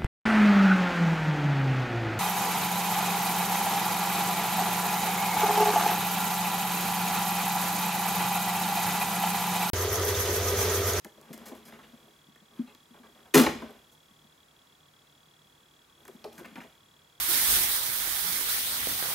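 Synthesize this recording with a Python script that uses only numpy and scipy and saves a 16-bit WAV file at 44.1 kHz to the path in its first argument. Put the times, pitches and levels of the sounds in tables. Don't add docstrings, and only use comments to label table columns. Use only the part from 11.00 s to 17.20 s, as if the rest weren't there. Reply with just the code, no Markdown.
import sys
import numpy as np
from scipy import signal
from scipy.fft import rfft, irfft
from scipy.io import wavfile

SR = 44100
rng = np.random.default_rng(int(sys.argv[2]) if len(sys.argv) > 2 else 0)


def dump_mix(stems):
    frames = np.atleast_2d(stems).T
    limited = np.clip(frames, -1, 1)
    pcm = np.round(limited * 32767).astype(np.int16)
    wavfile.write(sys.argv[1], SR, pcm)


def linear_from_db(decibels):
    return 10 ** (np.asarray(decibels, float) / 20)


N = 273420

# f/Hz, level/dB, t60/s
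PANEL_MODES = [(69.8, -36, 0.067), (143.8, -11.5, 0.035), (170, -23, 0.026), (226, -1, 0.11),
               (302.9, -16.5, 0.0303), (380, -9.5, 0.014), (427, -10.5, 0.034)]
SHELL_HZ = np.geomspace(330, 6000, 34)
LOOSE_HZ = 252.3
LOOSE_T60_S, HELD_T60_S = 0.05, 0.085


def rms_one(x):
    return x / np.sqrt(np.mean(x ** 2) + 1e-30)


def peak_one(x):
    return x / np.max(np.abs(x))


def at_hz(points, hz):
    table_hz, value = np.transpose(points)
    return np.interp(np.log(hz), np.log(table_hz), value)


def high_pass(x, order, hz):
    return signal.sosfilt(signal.butter(order, hz, "high", fs=SR, output="sos"), x)


def resonance(x, hz, width_hz):
    r = np.exp(-np.pi * width_hz / SR)
    poles = [1, -2 * r * np.cos(2 * np.pi * hz / SR), r * r]
    return signal.lfilter([(1 - r * r) / 2, 0, (r * r - 1) / 2], poles, x)


def noise_line(hz, width_hz):
    noise = rng.standard_normal(N)
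    return rms_one(resonance(resonance(noise, hz, width_hz), hz, width_hz))


def stereo_bands(length, gain, likeness):
    out, edges = 0, 22 * 2 ** np.arange(0, 9.6, 0.5)
    white = rng.standard_normal((2, 2, length))
    for k, (low, high) in enumerate(zip(edges, edges[1:])):
        band = signal.butter(2, [low, high], "band", fs=SR, output="sos")
        mid, side = signal.sosfilt(band, white[k % 2])
        hz = np.sqrt(low * high)
        alike = np.clip(at_hz(likeness, hz), 0, 1)
        out = out + gain(hz) * (np.sqrt(1 + alike) * mid + np.sqrt(1 - alike) * side * [[1], [-1]])
    return out


def ring(x, hz, t60):
    r, w = linear_from_db(-60 / (t60 * SR)), 2 * np.pi * hz / SR
    return signal.lfilter([0, np.sin(w)], [1, -2 * r * np.cos(w), r * r], x + 1e-18)


def body(x, modes, spread_db=0):
    gains = linear_from_db(np.array(modes)[:, 1] + spread_db) * (-1) ** np.arange(len(modes))
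    return sum(g * ring(x, hz, t60) for g, (hz, _, t60) in zip(gains, modes))


def shell(force, centre_hz, fall_db, spread_db):
    octaves = np.log2(SHELL_HZ / centre_hz)
    distance = np.where(octaves > 0, 1.3 * octaves, -octaves)
    slope_db = -fall_db * distance - 6 * (SHELL_HZ / 5500) ** 3
    t60 = 19.1 / SHELL_HZ
    return body(force, np.transpose([SHELL_HZ, slope_db, t60]), spread_db)


def edge(x):
    # f/Hz, width/Hz, level/dB
    edge_modes = [(5600, 8700, 10.5), (8140, 3000, 0.5), (11800, 3566, 8), (13730, 2000, 3.5)]
    bright = 0
    for k, (hz, width_hz, db) in enumerate(edge_modes):
        bright = bright + (-1) ** k * linear_from_db(db) * resonance(x, hz, width_hz)
    return high_pass(bright, 2, 3600)


def grit(shape, per_s, size_db):
    sizes = linear_from_db(size_db * np.minimum(rng.exponential(1, shape), 4)) * rng.choice([-1, 1], shape)
    return sizes * (rng.random(shape) < per_s / SR) + 0.082 * rng.standard_normal(shape)


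def contacts(s, thump_db, knock_db, edge_db, knock_hz, thump_hz, length_s,
             fade_s, first_jolt, thump_t60, fall_db, size_db):
    events = np.transpose(np.broadcast_arrays(s, thump_db, knock_db, edge_db, knock_hz, thump_hz, length_s))
    size = 7000
    t, out = np.arange(size) / SR, np.zeros((2, N + size))
    slips = grit((len(events), size), per_s=7000, size_db=size_db)
    spots = rng.normal(0, 1, (len(events), len(PANEL_MODES) + len(SHELL_HZ)))
    soft = np.hanning(290)
    for event, slip, spot in zip(events, slips, spots):
        start_s, thump_db, knock_db, edge_db, centre_hz, hz, length = event
        force = slip * (1 + np.exp(-t / 0.0058)) * np.exp(-np.maximum(t - abs(length), 0) / fade_s)
        force[0] += first_jolt
        push = np.convolve(force, soft * np.sin(2 * np.pi * hz * t[:len(soft)]))[:size]

        thump = ring(push, hz, thump_t60) + 0.16 * ring(push, LOOSE_HZ, thump_t60)
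        thump += 0.49 * body(push, PANEL_MODES, 1.8 * spot[:len(PANEL_MODES)])
        knock = shell(force, centre_hz, fall_db, 2.1 * spot[len(PANEL_MODES):])

        at = round((start_s + 0.0018) * SR)
        early = at - 165
        out[0, early:early + size] += linear_from_db(thump_db) * peak_one(thump)
        out[1, at:at + size] += linear_from_db(knock_db + 7) * peak_one(knock)
        out[1, at:at + size] += linear_from_db(edge_db + 12.5) * peak_one(edge(force))
    return out[:, :N]


def background():
    # f/Hz, level per Hz/dB
    hiss_curve = [(20, -13.5), (80, -4), (250, -3.5), (700, -7), (1100, -5.5), (2000, -10.5), (4500, -14.5),
                  (16000, -23)]
    # f/Hz, likeness/0-1
    hiss_likeness = [(60, 0.97), (130, 0.98), (290, 0.77), (640, 0.12), (1410, 0.082), (3100, 0.17),
                     (6820, 0.49), (15000, 1)]
    # f/Hz, width/Hz, level/dB
    hum_lines = [(149.2, 14, -72), (950, 6.7, -82.5), (1122, 21, -77.5), (1380, 5.4, -85.5),
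                 (1510, 8.1, -84.5), (7090, 570, -78)]
    air = stereo_bands(N, lambda hz: linear_from_db(at_hz(hiss_curve, hz)), hiss_likeness)
    lines = sum(linear_from_db(db) * noise_line(hz, width_hz) for hz, width_hz, db in hum_lines)
    return linear_from_db(-61) * rms_one(air) + lines


def cricket():
    weak_strokes = np.array([.014, .198, .763, 1.427, 1.64, 1.88, 2.014, 2.28, 3.349, 3.457, 3.538, 3.643,
                             3.776, 3.912, 4.043, 4.87, 5.138, 5.271, 5.458])
    stroke_s, first_stroke_s = 0.026683, 0.0405
    wing_hz, start_hz = 3338, 3873
    t, out = np.arange(520) / SR, np.zeros(N + 520)
    start = np.sin(np.pi * np.clip(t / 0.0044, 0, 1)) * np.sin(2 * np.pi * start_hz * t)
    swell = (1 - np.exp(-t / 0.00045)) * np.clip((0.0095 - t) / 0.0022, 0, 1)
    note = swell * np.sin(2 * np.pi * wing_hz * t)
    strokes = np.arange(first_stroke_s - stroke_s, N / SR, stroke_s)
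    for s, (loud, late, high) in zip(strokes, rng.normal(0, 1, (len(strokes), 3))):
        weak = np.min(np.abs(weak_strokes - s)) < stroke_s / 3
        at = round((s + 0.00003 * late) * SR)
        out[at:at + len(t)] += linear_from_db(-57 - 18 * weak + 0.6 * loud) * note
        out[at:at + len(t)] += linear_from_db(-61.5 + 1.5 * high) * np.roll(start, 150 * weak)
    return out[:N]


def clip_ticks():
    # t/s, plastic knock peak/dB, sharp edge peak/dB, knock centre f/Hz
    tick_events = [(0.045, -43.5, -37, 1900), (0.212, -57.5, -48.5, 990), (0.286, -60, -63, 1240),
                   (0.376, -48.5, -44.5, 516), (1.357, -54, -58, 1830), (1.747, -54, -50.5, 3800),
                   (2.042, -59, -73, 1380), (2.188, -53, -72, 1500), (2.705, -55.5, -53.5, 528),
                   (5.051, -51, -47.5, 1800), (5.069, -64, -57, 5000), (5.078, -48, -43, 1500),
                   (5.24, -42.5, -61, 5140), (5.444, -55, -72, 780), (5.457, -61, -49, 854),
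                   (5.555, -38, -61, 2530), (5.602, -43.5, -61, 2300)]
    s, knock_db, edge_db, knock_hz = np.transpose(tick_events)
    return contacts(s, knock_db - 1.5, knock_db, edge_db, knock_hz, thump_hz=347, length_s=0,
                    fade_s=0.0025, first_jolt=19, thump_t60=0.0297, fall_db=11.0, size_db=6.0)


def thuds():
    # t/s, thump peak/dB, thump f/Hz, plastic knock peak/dB
    thud_events = [(0.049, -42.5, 214, -44.5), (0.173, -54, 140, -53), (0.301, -33, 226, -47.5),
                   (0.409, -43.5, 226, -55), (0.494, -42.5, 446, -55.5), (0.513, -39, 263, -43.5),
                   (0.931, -42, 226, -62), (1.069, -61, 216, -58.5), (1.283, -47, 226, -70),
                   (1.416, -50, 221.5, -68), (1.591, -21, 234, -56), (1.61, -34, 246, -72),
                   (1.905, -46, 249, -73), (1.995, -48, 250, -68), (2.114, -59, 240, -83),
                   (2.25, -57, 241, -84), (2.789, -54, 146, -64), (3.107, -52, 222, -75),
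                   (3.242, -52, 223.2, -64), (5.083, -40.5, 370, -50.5), (5.243, -43.5, 327, -37),
                   (5.145, -41, 226, -72), (5.257, -36, 455, -47), (5.406, -35.5, 348, -52),
                   (5.468, -47, 237, -63), (5.515, -43, 226, -69), (5.576, -34, 226, -55),
                   (5.648, -52, 252, -54)]
    s, thump_db, thump_hz, knock_db = np.transpose(thud_events)
    return contacts(s, thump_db, knock_db, knock_db - 13.5, 644, thump_hz, length_s=0,
                    fade_s=0.0078, first_jolt=8.0, thump_t60=HELD_T60_S, fall_db=10.0, size_db=2.5)


def drag():
    # t/s, pull/dB
    pulls = [
        [(0.1, -59), (0.24, -52.5), (0.412, -45.5), (0.55, -48), (0.67, -54.5), (0.804, -52.5), (1.07, -57),
         (1.25, -72)],
        [(1.5, -69), (1.594, -47), (1.792, -75), (2.0, -65.5), (2.33, -57)],
        [(2.5, -44), (2.556, -42), (2.672, -46), (2.764, -52), (2.918, -73), (3.3, -78)],
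        [(4.95, -56.5), (5.084, -59), (5.28, -55), (5.448, -51), (5.518, -52.5), (5.648, -59), (5.8, -62)],
    ]
    t, levels = np.arange(N) / SR, np.zeros((3, N))
    for pull in pulls:
        s, pull_db = np.transpose(pull)
        fade = np.clip(np.minimum(t - s[0], s[-1] - t) / 0.05, 0, 1)
        pull_db = np.interp(t, s, pull_db)
        hiss_db = -63 + 0.3 * (pull_db + 56)
        levels += fade * linear_from_db(np.array([pull_db - 1.5, pull_db, hiss_db]) - 7.5)
    flex, scrape, hiss = grit((3, N), per_s=5200, size_db=2.5)
    low = levels[0] * rms_one(body(flex, PANEL_MODES))
    bright = levels[1] * rms_one(shell(scrape, 3000, 1.7, 0)) + levels[2] * rms_one(edge(hiss))
    return np.array([low, bright])


def slips(s, thump_db, knock_db, edge_db, knock_hz, length_s):
    return contacts(s, thump_db, knock_db, edge_db, knock_hz, 226, length_s,
                    fade_s=0.0082, first_jolt=3.7, thump_t60=0.076, fall_db=4.5, size_db=4.0)


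def scrapes():
    # t/s, plastic knock peak/dB, knock centre f/Hz, length/s
    scrape_events = [(0.2234, -57.5, 1020, 0.029), (0.517, -50.5, 1060, 0.017), (0.678, -53, 1800, 0.02),
                     (0.7195, -45, 2280, 0.038), (0.7874, -49, 1340, 0.017), (0.8267, -50.5, 3670, 0.021),
                     (1.5004, -59, 1170, 0.023), (1.6724, -51, 2960, 0.036), (1.939, -52.5, 1440, 0.037),
                     (2.032, -53, 1405, 0.032), (2.077, -56.5, 931, .013), (2.1442, -56, 1339, 0.035),
                     (2.198, -58, 1470, 0.019), (2.25, -55, 1350, 0.027), (5.2461, -49.5, 600, 0.03),
                     (5.376, -45, 1550, 0.026), (5.443, -43.5, 2380, 0.016), (5.5582, -42, 1680, 0.027),
                     (5.607, -45, 1900, 0.032)]
    s, knock_db, knock_hz, length_s = np.transpose(scrape_events)
    return slips(s, knock_db - 1.5, knock_db, knock_db - 17, knock_hz, length_s)


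def edge_slides():
    # t/s, sharp edge peak/dB, knock centre f/Hz, length/s
    slide_events = [
        (0.3283, -43.5, 3140, 0.013),
        (0.455, -45, 1910, 0.033),
        (0.547, -52.5, 1050, .025),
        (0.652, -50, 2830, 0.039),
        (2.9146, -60.5, 920, 0.025),
        (5.133, -61, 1450, .027),
        (5.3258, -54, 985, 0.061),
        (5.378, -50, 1480, 0.02),
    ]
    s, edge_db, knock_hz, length_s = np.transpose(slide_events)
    return slips(s, edge_db + 1, edge_db - 1.5, edge_db, knock_hz, length_s)


def release():
    # t/s, thump peak/dB, plastic knock peak/dB, sharp edge peak/dB
    tear_events = [
        (2.338, -16, -14.5, -25.5),
        (2.343, -11.5, -16.5, -16.5),
        (2.351, -10, -14.5, -20),
        (2.364, -10.5, -15, -21.5),
        (2.375, -17, -18.5, -19),
        (2.387, -11, -21.5, -30.5),
        (2.395, -13.5, -16, -24),
        (2.411, -34, -24.5, -26.5),
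        (2.435, -25, -25.5, -32),
    ]
    s, thump_db, knock_db, edge_db = np.transpose(tear_events)
    return contacts(s, thump_db, knock_db, edge_db, 617.5, LOOSE_HZ, length_s=0.0085,
                    fade_s=0.011, first_jolt=7.8, thump_t60=LOOSE_T60_S, fall_db=-1.6, size_db=4.0)


def slaps():
    # t/s, thump peak/dB, plastic knock peak/dB, knock centre f/Hz
    slap_events = [
        (2.461, -25, -20, 2240),
        (2.483, -28, -37, 900),
        (2.545, -34, -47, 900),
        (2.618, -34.5, -39.5, 895),
        (2.635, -43.5, -43.5, 455),
        (2.69, -48, -48.5, 698),
        (2.754, -56, -61, 554),
    ]
    s, thump_db, knock_db, knock_hz = np.transpose(slap_events)
    return contacts(s, thump_db, knock_db, knock_db - 17, knock_hz, LOOSE_HZ, length_s=0.0055,
                    fade_s=0.005, first_jolt=8.4, thump_t60=LOOSE_T60_S, fall_db=3.2, size_db=3.0)


def wobble(shake):
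    shaken = signal.lfilter([0.0003], [1, -0.9997], np.abs(shake))
    return linear_from_db(-38 + 19.5) * shaken * noise_line(69.85, 29.6)


def ports(x):
    # f/Hz, phase/rad
    port_lead = [(60, 0.31), (260, 0.33), (1600, 0.91), (3000, 0.1)]
    lead = at_hz(port_lead, np.maximum(np.fft.rfftfreq(N, 1 / SR), 1)) / 2
    scatter = rng.standard_normal(600) * np.exp(-np.arange(600) / 31.0)
    scatter = signal.lfilter([1, -0.3, -0.7], [1, -0.97], scatter)
    scatter /= np.sqrt(np.sum(scatter ** 2))
    side = linear_from_db(-22) * signal.fftconvolve(x.mean(axis=0), scatter)[:N]
    return irfft(rfft(x) * np.exp(1j * lead * [[1], [-1]]), N) + side * [[1], [-1]]


def garage(x):
    # f/Hz, t60/s
    garage_t60 = [(60, 0.93), (250, 0.33), (1000, 0.36), (4000, 0.5), (12000, 0.28)]
    # f/Hz, likeness/0-1
    tail_likeness = [(60, 0.29), (250, 1), (1000, 0.54), (4000, 0.61), (12000, 0.78)]
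    t = np.arange(30000) / SR
    tail = stereo_bands(len(t), lambda hz: linear_from_db(-60 * t / at_hz(garage_t60, hz)), tail_likeness)
    tail *= np.clip((t - 0.002) / 0.008, 0, 1)
    tail /= np.sqrt(np.sum(tail ** 2) / 2)
    return linear_from_db(-8.5) * signal.fftconvolve(x[None], tail, axes=1)[:, :N]


def scene():
    handling = clip_ticks() + thuds() + drag() + scrapes() + edge_slides()
    low, bright = handling + release() + slaps()
    low = high_pass(low, 6, 150)
    bright = high_pass(bright, 2, 180)
    near = ports(low * linear_from_db(np.array([[0.4], [-0.4]])) + bright) + wobble(bright)
    room = garage(0.3 * low + bright)
    insect = cricket() * linear_from_db(np.array([[-0.5], [0.5]]))
    return near + room + insect + background()


def top_cut(x):
    return signal.sosfilt(signal.butter(12, 16860, fs=SR, output="sos"), x)


def record(dry):
    rounded = 0.66 * np.tanh(dry / 0.84)
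    top = signal.cheby2(18, 45, 16150, fs=SR, output="sos")
    mix = high_pass(signal.sosfilt(top, rounded), 2, 30)
    return top_cut(mix)


dry = scene()
out = record(dry)
dump_mix(out)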